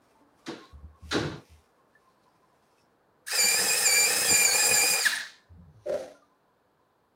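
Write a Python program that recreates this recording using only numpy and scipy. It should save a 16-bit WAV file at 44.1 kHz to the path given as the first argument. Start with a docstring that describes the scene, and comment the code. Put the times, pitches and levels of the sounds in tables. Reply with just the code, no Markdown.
"""Electric pencil sharpener in a bare studio

Mono, from a few steps away. Two knocks and some soft footfalls come first. Then the geared motor whines,
sagging as the blade bites into the wood, and runs down; a hollow clunk follows as something is set down.
The pencil's bite sets the motor's speed, and the speed sets the pitch and the chatter of the gears.
Knocks, steps and clunk are decaying noise and struck modes; faint air, rubs and squeaks lie behind."""
import sys
import numpy as np
from scipy import signal
from scipy.fft import rfft, irfft
from scipy.io import wavfile
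from scipy.ndimage import uniform_filter1d

SR = 44100
rng = np.random.default_rng(int(sys.argv[2]) if len(sys.argv) > 2 else 0)


def master(y):
    """Save y as 16-bit WAV."""
    cut = np.clip(np.atleast_2d(y).T, -1, 1)
    pcm = np.round(cut * 32767)  # scale
    wavfile.write(sys.argv[1], SR, pcm.astype(np.int16))


N = 315315
TIME = np.arange(N) / SR  # s
AGE = np.arange(SR * 3 // 4) / SR  # time since a blow, s

ON_S, OFF_S = 3.26, 5.01  # the motor is switched on and off
ENGAGE_S = 3.315  # the slack in the gears is taken up
PENCIL_IN_S, PENCIL_OUT_S = 3.345, 4.94  # the blade meets the wood and leaves it
BACKLASH_S = 5.04  # about when the undriven gears begin to run loose
FREE_MESH_HZ = 2552  # tooth-mesh pitch with no load


def sharpener(teeth_db=5.5, throb=0.15, lumpy_db=3.5, growl_db=-2):
    """Gear whine, rattling gears in a plastic housing and a blade that splinters the wood."""
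    # Colour of the shaking body. Each row: frequency in Hz, relative density in dB per Hz.
    rumble_colour = [(41, -53.5), (70, -34.5), (102, -9.5), (146, -20), (200, -7), (262, -22), (300, -10.5),
                     (365, -15), (489, 2.5), (632, -11), (837, -0.5), (912, -12), (1300, -12.5),
                     (1690, -38.5), (2860, -120)]
    # Colour of the chattering teeth. Each row: frequency in Hz, relative density in dB per Hz.
    rattle_colour = [(900, -5.5), (1400, 7.5), (2100, 6.5), (3100, 0), (3900, -2), (5200, 6.5), (7000, -3),
                     (10000, -10.5), (15000, -26)]
    # Colour of the cutting blade. Each row: frequency in Hz, relative density in dB per Hz.
    hiss_colour = [(3500, -23.5), (5000, -8), (6500, 8.5), (7700, 0), (8400, 15.5), (9200, 7), (10200, 8.5),
                   (11100, 0), (12200, 1), (15000, 3.5), (16000, -6)]
    # Colour of the loose, undriven gears. 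Each row: frequency in Hz, relative density in dB per Hz.
    clatter_colour = [(110, -22), (230, -8), (400, -22), (850, -6.5), (1150, -7), (1500, 1), (2400, -3.5),
                      (3000, -7), (3900, 2), (5000, -4), (7000, -11.5), (10000, -23)]
    # Ringing of the housing. Each row: frequency in Hz, width in Hz, mean level in dB against the rattle.
    housing_modes = [(1709, 37, -4.5), (2600, 97, -8.5), (3900, 200, -2.5), (5170, 210, -2)]
    # The blade catches in the wood. Each row: start in seconds, level in dB ahead of the envelope.
    catches = [(3.488, -47), (3.66, -31), (3.92, -31), (4.3, -36), (4.641, -33.5)]
    growl_hz, empty_growl_db = 353, -13.5  # below this pitch the rumble is weaker without wood

    mesh_hz, sag_hz, accent_db = motor()
    speed = mesh_hz / FREE_MESH_HZ
    rumble, rattle, hiss, clatter = machine_levels(speed)
    whine, chirps, shaft = gear_whine(mesh_hz, sag_hz, accent_db, rattle)
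    turning = 1 + throb * np.sin(shaft) + throb * np.sin(shaft / 2)

    contacts = grains(5000, 2.8) * turning
    housing = 0
    for k, (hz, width, db) in enumerate(housing_modes):
        mode = rms_one(resonate(contacts, hz, width))
        housing = housing + (-1) ** k * from_db(db + 2 * drift(25)) * mode  # neighbours in opposite polarity
    teeth = from_db(teeth_db) * coloured(grains(6000, 4) * turning, rattle_colour)
    loose_gears = clatter * coloured(grains(4000, 3.5), clatter_colour)
    gears = rattle * (teeth + housing) + loose_gears
    blade = hiss * from_db(drift(60)) * coloured(grains(12000, 3.3) * turning, hiss_colour)

    bites = sum(from_db(db) * swell(s, 0.012, 0.14) for s, db in catches)
    shake = coloured(grains(900, 2.2) * from_db(2 * drift(55)), rumble_colour)
    # the deepest part comes in lumps as the blade works through the grain
    low_pass = signal.butter(3, growl_hz, fs=SR, output="sos")
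    growl = signal.sosfiltfilt(low_pass, shake)
    growl_level_db = growl_db + empty_growl_db * (1 - wood_in_blade()) + lumpy_db * drift(22)
    body = (rumble + bites) * (shake - growl)
    body = body + (rumble + bites / 2) * growl * from_db(growl_level_db)

    grinding = studio(gears + blade + chirps, t60=0.027, wet_db=-9.5)
    return studio(whine, t60=.4, wet_db=-4.5) + grinding + body + last_contacts(speed)


def motor():
    """The motor spins up, sags under load and coasts to rest: mesh pitch (Hz), sag (Hz), accent (dB)."""
    # The pencil is pressed into the blade. Each row: start in seconds, end in seconds, mesh-pitch sag
    # at the start in Hz, at the end in Hz (both ahead of the inertia), whine accent in dB ahead of scaling.
    presses = [(3.371, 3.563, 237.7, 105.4, -1.5), (3.67, 3.716, 111.3, 100, 1),
               (3.847, 3.926, 218.2, 287.7, -0.5), (3.924, 4.049, 193.9, 184.8, -0.5),
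               (4.272, 4.438, 165.9, 174.6, 1), (4.442, 4.528, 280, 373, -3),
               (4.524, 4.625, 101.6, 75.65, -2), (4.614, 4.74, 129.6, 63.6, 0.5),
               (4.737, 4.828, 175, 205, 0), (4.809, 4.904, 79.84, 65.2, 1),
               (4.904, 5.015, 140.6, 98.3, 0.5)]
    spin_up_s, inertia_s = .02, .016  # time constants of the start and of the response to load
    coast_s, power_fade_s = .1, 0.018  # time constants of the slowing and of the dying drive

    powered = np.minimum(TIME, OFF_S - .02)  # the last load is held from here on
    sag, accent = np.zeros(N), np.zeros(N)
    for start, end, first_hz, last_hz, db in presses:
        held = (powered >= start) & (powered < end)
        sag = np.where(held, np.interp(powered, [start, end], [first_hz, last_hz]), sag)
        accent = np.where(held, db, accent)
    sag = lagging(sag, inertia_s)
    spin_up = 1 - np.exp(-np.maximum(TIME - ON_S, 0) / spin_up_s)
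    coasting = lagging(np.exp(-np.maximum(TIME - OFF_S, 0) / coast_s), power_fade_s)
    return (FREE_MESH_HZ - sag) * spin_up * coasting, sag, lagging(accent, inertia_s)


def machine_levels(speed):
    """Rumble, rattle, hiss and loose clatter follow powers of the speed; wood strengthens the hiss."""
    # levels at full speed ahead of the changes below, and the power of the speed that each follows
    rumble_db, rumble_power = -37, 1.6
    rattle_db, rattle_power = -40.5, 3.1
    hiss_db, hiss_power = -29.5, 1.8
    clatter_db, clatter_power = -27.5, 0.67
    empty_blade_db, backlash_hiss_db = -6.5, 8.5  # hiss change without wood, and with loose gears
    deeper_db_per_s = 1.9  # the cut grows louder as more of the point meets the blade
    start_jolt = 0.71  # at switch-on the gears jolt as if at this share of full speed

    loose = after(BACKLASH_S - .01, 0.032)
    driven = after(ON_S, 0.012) - after(OFF_S - .025, 0.055)
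    vigour = np.maximum(speed, start_jolt * driven)
    middle_s = (PENCIL_IN_S + PENCIL_OUT_S) / 2
    deeper_db = deeper_db_per_s * (np.clip(TIME, PENCIL_IN_S, PENCIL_OUT_S) - middle_s)
    rumble = from_db(rumble_db + deeper_db) * speed ** rumble_power * after(ENGAGE_S, 0.012) * driven
    rattle = from_db(rattle_db) * vigour ** rattle_power
    blade_db = hiss_db + deeper_db + empty_blade_db * (1 - wood_in_blade()) + backlash_hiss_db * loose
    hiss = from_db(blade_db) * vigour ** hiss_power
    clatter = from_db(clatter_db) * speed ** clatter_power * loose * moving()
    return rumble, rattle, hiss, clatter


def gear_whine(mesh_hz, sag_hz, accent_db, rattle, flutter=.007, flicker_db=3.0, sideband=0.21,
               coast_db=1, lowest_coast_db=-18, start_chirp_db=-17):
    """Teeth mesh cleanly under steady load, and chatter when the motor runs light or nearly stalls."""
    # Partials of the whine. 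Each row: multiple of the mesh pitch, base level in dB under firm load,
    # change when running light in dB, change near stall in dB.
    partials = [(1, -29, -10.5, -8), (2, -29.5, -6.5, 8.5), (3, -26, -11, -4), (4, -33.5, -13, -1.5),
                (5, -39.5, -14.5, 1.5)]
    # Second gear stage. Each row: multiple of the mesh pitch, mean level in dB against the rattle.
    second_stage = [(0.703, -1.5), (1.296, -16.5), (3.703, -4.5)]
    # Partials that sweep through the housing's ring as the motor slows.
    # Each row: multiple of the mesh pitch, level in dB ahead of the ring.
    coast_partials = [(1, -10), (2, -19), (3, -25.5), (4, -26), (5, -33), (7, -34)]
    firm_sag_hz, stall_sag_hz = 167.6, 248  # clean meshing from the first, labouring beyond the second
    chirp_hz, chirp_width_hz = 1730, 80

    light = 1 - np.clip(sag_hz / firm_sag_hz, 0, 1) * (1 - after(PENCIL_OUT_S, .02))
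    stall = np.clip((sag_hz - stall_sag_hz) / 90, 0, 1)
    coast = after(OFF_S, 0.037)
    turn = 2 * np.pi * np.cumsum(mesh_hz) / SR
    unsteady = 1 + 1.3 * light + stall + (1 - wood_in_blade()) + 2 * coast
    flutter_hz = mesh_hz * flutter * unsteady * drift(350)
    phase = turn + 2 * np.pi * np.cumsum(flutter_hz) / SR
    shaft = phase / 11

    # each partial wavers on its own as different teeth take the load; the lowest fades with the drive
    tone = 0
    for k, db, light_db, stall_db in partials:
        level_db = db + light_db * light + stall_db * stall + flicker_db * drift(70)
        level_db = level_db + lowest_coast_db * coast * (round(k) == 1)
        wobble = 0.87 * drift(90) + rng.uniform(0, 2 * np.pi)
        tone = tone + from_db(level_db) * np.sin(round(k) * phase + wobble)
    # the eleven-tooth pinion is slightly off centre
    tone = tone * (1 + sideband * np.sin(shaft) + sideband * np.sin(2 * shaft + drift(40)))
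    tone = tone * from_db(accent_db * (1.5 - coast) + coast_db * coast)
    second = sum(from_db(db + 5.7 * drift(35)) * np.sin(k * phase + drift(90)) for k, db in second_stage)
    tone = tone + (1 - coast) * rattle * second
    # the teeth meet softly while the gears take up their slack and when they turn slowly
    force = np.clip(mesh_hz / 1900, 0, 1) ** 2 * after(3.29, 0.051)

    # at the start, and more so in the run-down, one partial after another sweeps through the housing's ring
    teeth = sum(from_db(db) * np.sin(round(k) * turn) for k, db in coast_partials)
    ringing = resonate(resonate(teeth, chirp_hz, chirp_width_hz), chirp_hz, 350)
    chirps = (coast + from_db(start_chirp_db) * (TIME < ENGAGE_S)) * ringing
    return np.sqrt(2) * force * tone, chirps, shaft


def last_contacts(speed, tick_db=-32):
    """The housing goes on ringing as the gears stop, with one bright tick."""
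    ring_db, ring_power = -28.5, 0.97  # level at full speed, and the power of the speed that it follows
    level = from_db(ring_db) * speed ** ring_power * after(BACKLASH_S, .15) * np.sqrt(moving())
    housing = level * rms_one(resonate(resonate(grains(903, 2.6), 1732, 199), 1732, 199))
    tick = noise([(4000, -27), (5500, -3.5), (7000, -11), (9000, 21), (11000, 0), (14000, -10), (16000, -18)])
    return housing + from_db(tick_db) * tick * swell(5.153, 0.0015, 0.089)


def wood_in_blade():
    """1 while the pencil is being cut, else 0, with short ramps."""
    return after(PENCIL_IN_S, 0.0083) - after(PENCIL_OUT_S, .03)


def moving():
    """1 while the gears turn, dying away at 86 dB per second as friction stops them."""
    stop_s, stop_db_per_s = 5.22, 86
    return from_db(-stop_db_per_s * np.maximum(TIME - stop_s, 0))


def knocks(body_lag=0.011, boom_lag=.02, top_hz=6000, top_decay=0.45):
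    """Knocks on wooden furniture: a click, then the body, then a low boom; the treble dies first."""
    # Each row: start in seconds, click, body and boom levels in dB ahead of their envelopes,
    # t60 of the click below the treble in seconds (the other parts scale it).
    blows = [(0.46, -39.5, -32.5, -62, 0.56), (1.108, -30.5, -30.5, -59, 0.4),
             (1.121, -36.5, -25.5, -31, 1)]
    # Colour of the click. Each row: frequency in Hz, relative density in dB per Hz.
    click_colour = [(600, -13), (900, -11), (1100, -12.5), (1450, 1), (1750, -4.5), (2400, -11),
                    (3100, -10), (4000, -5.5), (5000, -14), (6000, -14.5), (7800, -24), (11000, -27.5),
                    (15000, -51.5)]
    # Colour of the wooden body. Each row: frequency in Hz, relative density in dB per Hz.
    body_colour = [(110, -14.5), (190, -12.5), (334, 0), (372, -12), (411, -0.5), (444, -8.5), (487, -4.5),
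                   (534, -14), (855, -16.5), (1200, -17), (1560, -54.5), (2640, -120)]
    # Colour of the low boom. Each row: frequency in Hz, relative density in dB per Hz.
    boom_colour = [(50, -21), (80, -12), (140, 1.5), (190, -6.5), (260, -34)]

    click = rms_one(studio(noise(click_colour), t60=.12, wet_db=-6.5))
    body, boom = noise(body_colour), noise(boom_colour)
    dull = signal.sosfilt(signal.butter(2, top_hz, fs=SR, output="sos"), click)
    bright = signal.sosfilt(signal.butter(2, top_hz, "high", fs=SR, output="sos"), click)
    out = 0
    for s, click_db, body_db, boom_db, t60 in blows:
        dull_part = dull * swell(s, 0.0061, t60, damped_s=0.27)
        bright_part = bright * swell(s, .002, t60 * top_decay)
        out = out + from_db(click_db) * (dull_part - bright_part)
        out = out + from_db(body_db) * body * swell(s + body_lag, 0.01, t60 * 0.72, damped_s=.3)
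        out = out + from_db(boom_db) * boom * swell(s + boom_lag, 0.031, t60 * 1.7, damped_s=0.23)
    return out


def footfalls(sole_db=-13):
    """Each step sets the floor swinging briefly, with a dull pad of the sole."""
    # Each row: start in seconds, level in dB ahead of the envelope, floor pitch in Hz, t60 in seconds.
    steps = [(0.723, -37, 73.5, 0.38), (0.821, -36, 77.4, 0.34), (1.016, -35.5, 77, 0.67),
             (1.49, -40, 77, 0.3), (5.492, -43, 86.3, 0.86), (5.567, -42.5, 174.5, 0.34),
             (5.66, -42, 149, 0.21), (5.735, -41.5, 107.8, 0.27)]
    sole = noise([(60, 6.5), (170, 0.0), (280, -9.5), (450, -20.5)])
    out = 0
    for s, db, hz, t60 in steps:
        pad = from_db(sole_db) * sole * swell(s, 0.01, t60)
        out = out + from_db(db) * (ring(s, hz, 0.02, t60) + pad)
    return out


def clunk(scuff_db=-11.5):
    """A hollow object lands, rocks and slides a little; every touch rings its modes anew."""
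    # The clunk with its bounces. Each row: start in seconds, level in dB ahead of modes and scuff.
    touchdowns = [(5.852, -29), (5.877, -24.5), (5.917, -24), (5.985, -32)]
    # Modes of the hollow object. Each row: frequency in Hz, mean relative level in dB, t60 in seconds.
    hollow_modes = [(285.5, -17.5, 0.94), (364, -8.5, 0.35), (406, -8, 0.29), (467, -8, 0.222),
                    (527, -1.5, 0.28), (562, -1, 0.26), (593, 4, 0.33), (678, -22, 0.6)]
    # Colour of the scuff. Each row: frequency in Hz, relative density in dB per Hz.
    scuff_colour = [(35, -65.5), (60, -26), (149, -26), (253, -21), (283, -28), (332, -26.5), (399, -20),
                    (437, -23), (574, -2.5), (808, -25.5), (1110, -33.5), (1400, -27.5), (3110, -40.5),
                    (5620, -41), (14000, -56)]
    slide_at_s, slide_db, slide_rise_s, slide_fall_s = 6.0, -54, .2, .22  # loudest moment, its level

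    scuff = rms_one(studio(coloured(grains(3000, 8.2), scuff_colour), t60=0.13, wet_db=-5.5))
    grit = coloured(grains(3100, 1.5), [(1000, -8), (1700, -3.5), (3000, -8), (4000, -1.5), (5000, -7.0),
                                        (6200, -2.5), (7600, -19.0), (9300, -8), (15000, -30.5)])
    out = from_db(slide_db) * hump(slide_at_s, slide_rise_s, slide_fall_s) * grit
    for s, db in touchdowns:
        modes = 0
        for hz, level_db, t60 in hollow_modes:
            gain = from_db(level_db + rng.normal(0, 3.0))
            modes = modes + gain * ring(s + rng.uniform(0, 0.0011), hz, 0.015, t60)
        scrape = from_db(scuff_db) * scuff * swell(s, 0.011, 0.51, damped_s=0.26)
        out = out + from_db(db) * (0.66 * modes + scrape)
    return out


def squeaks(width_hz=450, rise=0.069, fall=0.089):
    """Faint narrow tones: rough friction through a resonance. The first, at 0.65 s, is a brief rattle; the
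    others are something smooth that is rubbed and sings faintly."""
    # Each row: loudest moment in seconds, level in dB, pitch in Hz.
    rubbed_tones = [(0.65, -60.5, 3900), (2.1, -77, 4200), (2.24, -77, 4200), (2.309, -79, 4970),
                    (2.721, -82, 5200), (2.82, -73.5, 5440)]
    friction = grains(2000, 8.9)
    out = 0
    for s, db, hz in rubbed_tones:
        out = out + from_db(db) * hump(s, rise, fall) * rms_one(resonate(friction, hz, width_hz))
    return out


def background(air_db=7.5, hiss_db=-79):
    """Room air and hiss as coloured noise, a faint wavering tone, soft rustling and a few ticks."""
    # Colour of the room air. Each row: frequency in Hz, relative density in dB per Hz.
    air_colour = [(18, -44.5), (30, -13.5), (86, -9.5), (118, -6.5), (379, -6), (491, -3), (538, -6),
                  (724, -7), (991, -7.5), (1240, -11), (1760, -15), (1890, -22), (2500, -29), (3250, -54),
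                  (5500, -120)]
    # Course of the room air. Each row: time in seconds, level in dB ahead of the lift by air_db.
    air_course = [(0, -68.5), (1.6, -70.5), (3.2, -70.5), (5.5, -71), (7.15, -73)]
    # Wavering tone in the room. Each row: time in seconds, mean pitch in Hz, mean level in dB.
    tone_course = [(0, 1095, -78), (0.9, 1083, -66), (1.6, 1112, -77.5), (2.3, 1002, -67), (3.1, 1009, -76),
                   (7.1, 1011, -77)]
    # Colour of the rustling. Each row: frequency in Hz, relative density in dB per Hz.
    rustle_colour = [(1180, -42), (2000, 1.5), (3460, -5), (5320, -4), (7640, -9.5), (8970, -6),
                     (15000, -17.5)]
    # Soft rubs of handling. Each row: loudest moment in seconds, mean level in dB,
    # rise in seconds, fall in seconds (both for 20 dB).
    rubs = [(0.02, -69.5, .1, 0.43), (0.39, -71.5, .06, 0.44), (0.65, -73, .3, 0.33),
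            (1.1, -55.5, .1, 0.35), (1.52, -66, .25, 0.31), (2.05, -76, .3, 1), (2.78, -73, .6, .2)]
    # Small ticks and creaks of handling. Each row: start in seconds, level in dB ahead of the envelope,
    # pitch in Hz, t60 in seconds.
    small_ticks = [(0.15, -60, 888, 0.6), (0.21, -56, 287.3, 0.6), (0.392, -64, 1158, 0.43),
                   (1.951, -49.5, 1750, 0.1), (2.78, -65, 2590, 0.12), (2.801, -75, 5400, 0.18),
                   (6.149, -55, 1398, 0.2), (6.221, -53.5, 1200, 0.15)]
    # Colour of the quiet hiss. Each row: frequency in Hz, relative density in dB per Hz.
    hiss_colour = [(1180, -35), (2000, -7), (3770, -5), (4320, -5), (4830, -8), (5640, -13.5),
                   (15500, -14.5)]

    air = from_db(in_time(air_course)[0] + air_db) * noise(air_colour)
    tone_hz, tone_db = in_time(tone_course)
    tone_phase = 2 * np.pi * np.cumsum(tone_hz + 25 * drift(120)) / SR
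    tone = from_db(tone_db + 5.9 * drift(25)) * np.sin(tone_phase)
    # light touches smear out in the room
    touches = rms_one(studio(coloured(grains(900, 11), rustle_colour), t60=0.57, wet_db=6.5))
    strokes = sum(from_db(db) * hump(s, rise, fall) for s, db, rise, fall in rubs)
    rustle = strokes * from_db(0.73 * drift(25)) * touches
    ticks = sum(from_db(db) * ring(s, hz, 0.0018, t60) for s, db, hz, t60 in small_ticks)
    return air + tone + rustle + ticks + from_db(hiss_db) * noise(hiss_colour)


def studio(x, t60, wet_db):
    """Direct sound plus dense reflections from bare walls, at about the same total power."""
    age = TIME[:SR // 2]
    tail = rng.standard_normal(len(age)) * from_db(-60 * age / t60) * (age > .003)
    wet = signal.fftconvolve(x, tail / np.linalg.norm(tail))[:N]
    return (x + from_db(wet_db) * wet) / np.sqrt(1 + from_db(wet_db) ** 2)


def from_db(db):
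    """Decibels to gain."""
    return np.exp(np.asarray(db) * (np.log(10) / 20))


def rms_one(x):
    """Scale to rms 1."""
    return x / np.sqrt(np.mean(x ** 2) + 1e-20)


def in_time(rows):
    """Each column of a curve at every sample."""
    s, *columns = np.transpose(rows)
    return [np.interp(TIME, s, c) for c in columns]


def drift(rate):
    """Random wander of rms 1, joining `rate` random points per second by straight lines."""
    knots = rng.standard_normal(int(N / SR * 2000))
    return rms_one(np.interp(TIME * rate, np.arange(len(knots)), knots))


def coloured(x, spectrum):
    """Give a steady sound a spectrum that falls by 30 dB per octave past its ends; rms 1."""
    hz, db = np.transpose(spectrum)
    octave = np.log2(np.maximum(np.fft.rfftfreq(N, 1 / SR), 1))
    known = np.log2(hz)
    outside = np.abs(octave - np.clip(octave, known[0], known[-1]))
    gain = from_db(np.interp(octave, known, db) - 30 * outside)
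    return rms_one(irfft(rfft(x.astype(np.float32)) * gain.astype(np.float32), N))


def noise(spectrum):
    """Steady noise of a given colour."""
    return coloured(rng.standard_normal(N), spectrum)


def grains(per_s, spread_db):
    """Random clicks of uneven size; rms 1."""
    clicks = (rng.random(N) < per_s / SR) * rng.choice([-1, 1], N)
    size = from_db(spread_db * np.clip(rng.standard_normal(N), -2, 2))
    return rms_one(clicks * size)


def resonate(x, hz, width):
    """A resonance with gain 1 on top."""
    r = np.exp(-np.pi * width / SR)
    feedback = [1, -2 * r * np.cos(2 * np.pi * hz / SR), r * r]
    return signal.lfilter(np.array([1, 0, -1]) * (1 - r * r) / 2, feedback, x)


def decay(rise, t60):
    """Level of a blow as the room fills and empties."""
    return (1 - np.exp(-(AGE / rise) ** 2)) * from_db(-60 * AGE / t60)


def swell(start, rise, t60, damped_s=9):
    """Envelope of a blow, which may be damped after a while."""
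    return place(decay(rise, t60) / (1 + (AGE / damped_s) ** 12), start)


def ring(start, hz, rise, t60):
    """One struck mode: a decaying sine."""
    return place(decay(rise, t60) * np.sin(2 * np.pi * hz * AGE), start)


def place(sound, start):
    """Put a short sound into silence."""
    out = np.zeros(N)
    first = min(max(round(start * SR), 0), N - 1)
    out[first:first + len(sound)] = sound[:N - first]
    return out


def after(start, fade):
    """Goes from 0 to 1 from a given moment, over the fade in seconds."""
    return np.clip((TIME - start) / fade, 0, 1)


def hump(peak, rise, fall):
    """A stroke that swells to its peak and dies away; rise and fall are the times for 20 dB."""
    distance = np.maximum((peak - TIME) / rise, (TIME - peak) / fall)
    return from_db(-20 * np.minimum(distance, 10))


def lagging(x, seconds):
    """Follow a control with some inertia."""
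    r = np.exp(-1 / (seconds * SR))
    return signal.lfilter([1 - r], [1, -r], x + 1e-18)


def suppress(x, margin_db=8, depth_db=-4):
    """Noise suppressor: each frequency is turned down while it lies near its own floor."""
    frames = signal.stft(x, nperseg=1024)[2]
    power = uniform_filter1d(np.abs(frames) ** 2, size=3, axis=-1)  # smoothed over time
    power = uniform_filter1d(power, size=3, axis=-2)  # and over frequency
    floor = uniform_filter1d(np.quantile(power, .25, axis=-1, keepdims=True), size=5, axis=-2)
    threshold = floor * from_db(margin_db) ** 2
    opening = power ** 2 / (power ** 2 + threshold ** 2 + 1e-40)
    return signal.istft(frames * from_db(depth_db * (1 - opening)), nperseg=1024)[1][..., :N]


def scene():
    """All sources, the same in both channels."""
    mono = sharpener() + knocks() + footfalls() + clunk() + squeaks() + background()
    return np.stack([mono, mono])


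def record(dry):
    """One microphone feeds both channels; faint noise is suppressed, deep bass and top are cut."""
    cutoff_hz = 15800
    quieted = suppress(dry.mean(axis=0))
    thin = signal.sosfilt(signal.butter(2, 40, "high", fs=SR, output="sos"), quieted)
    mono = signal.sosfilt(signal.ellip(12, .1, 80, cutoff_hz, fs=SR, output="sos"), thin)
    return np.stack([mono, mono])


dry = scene()
out = record(dry)
master(out)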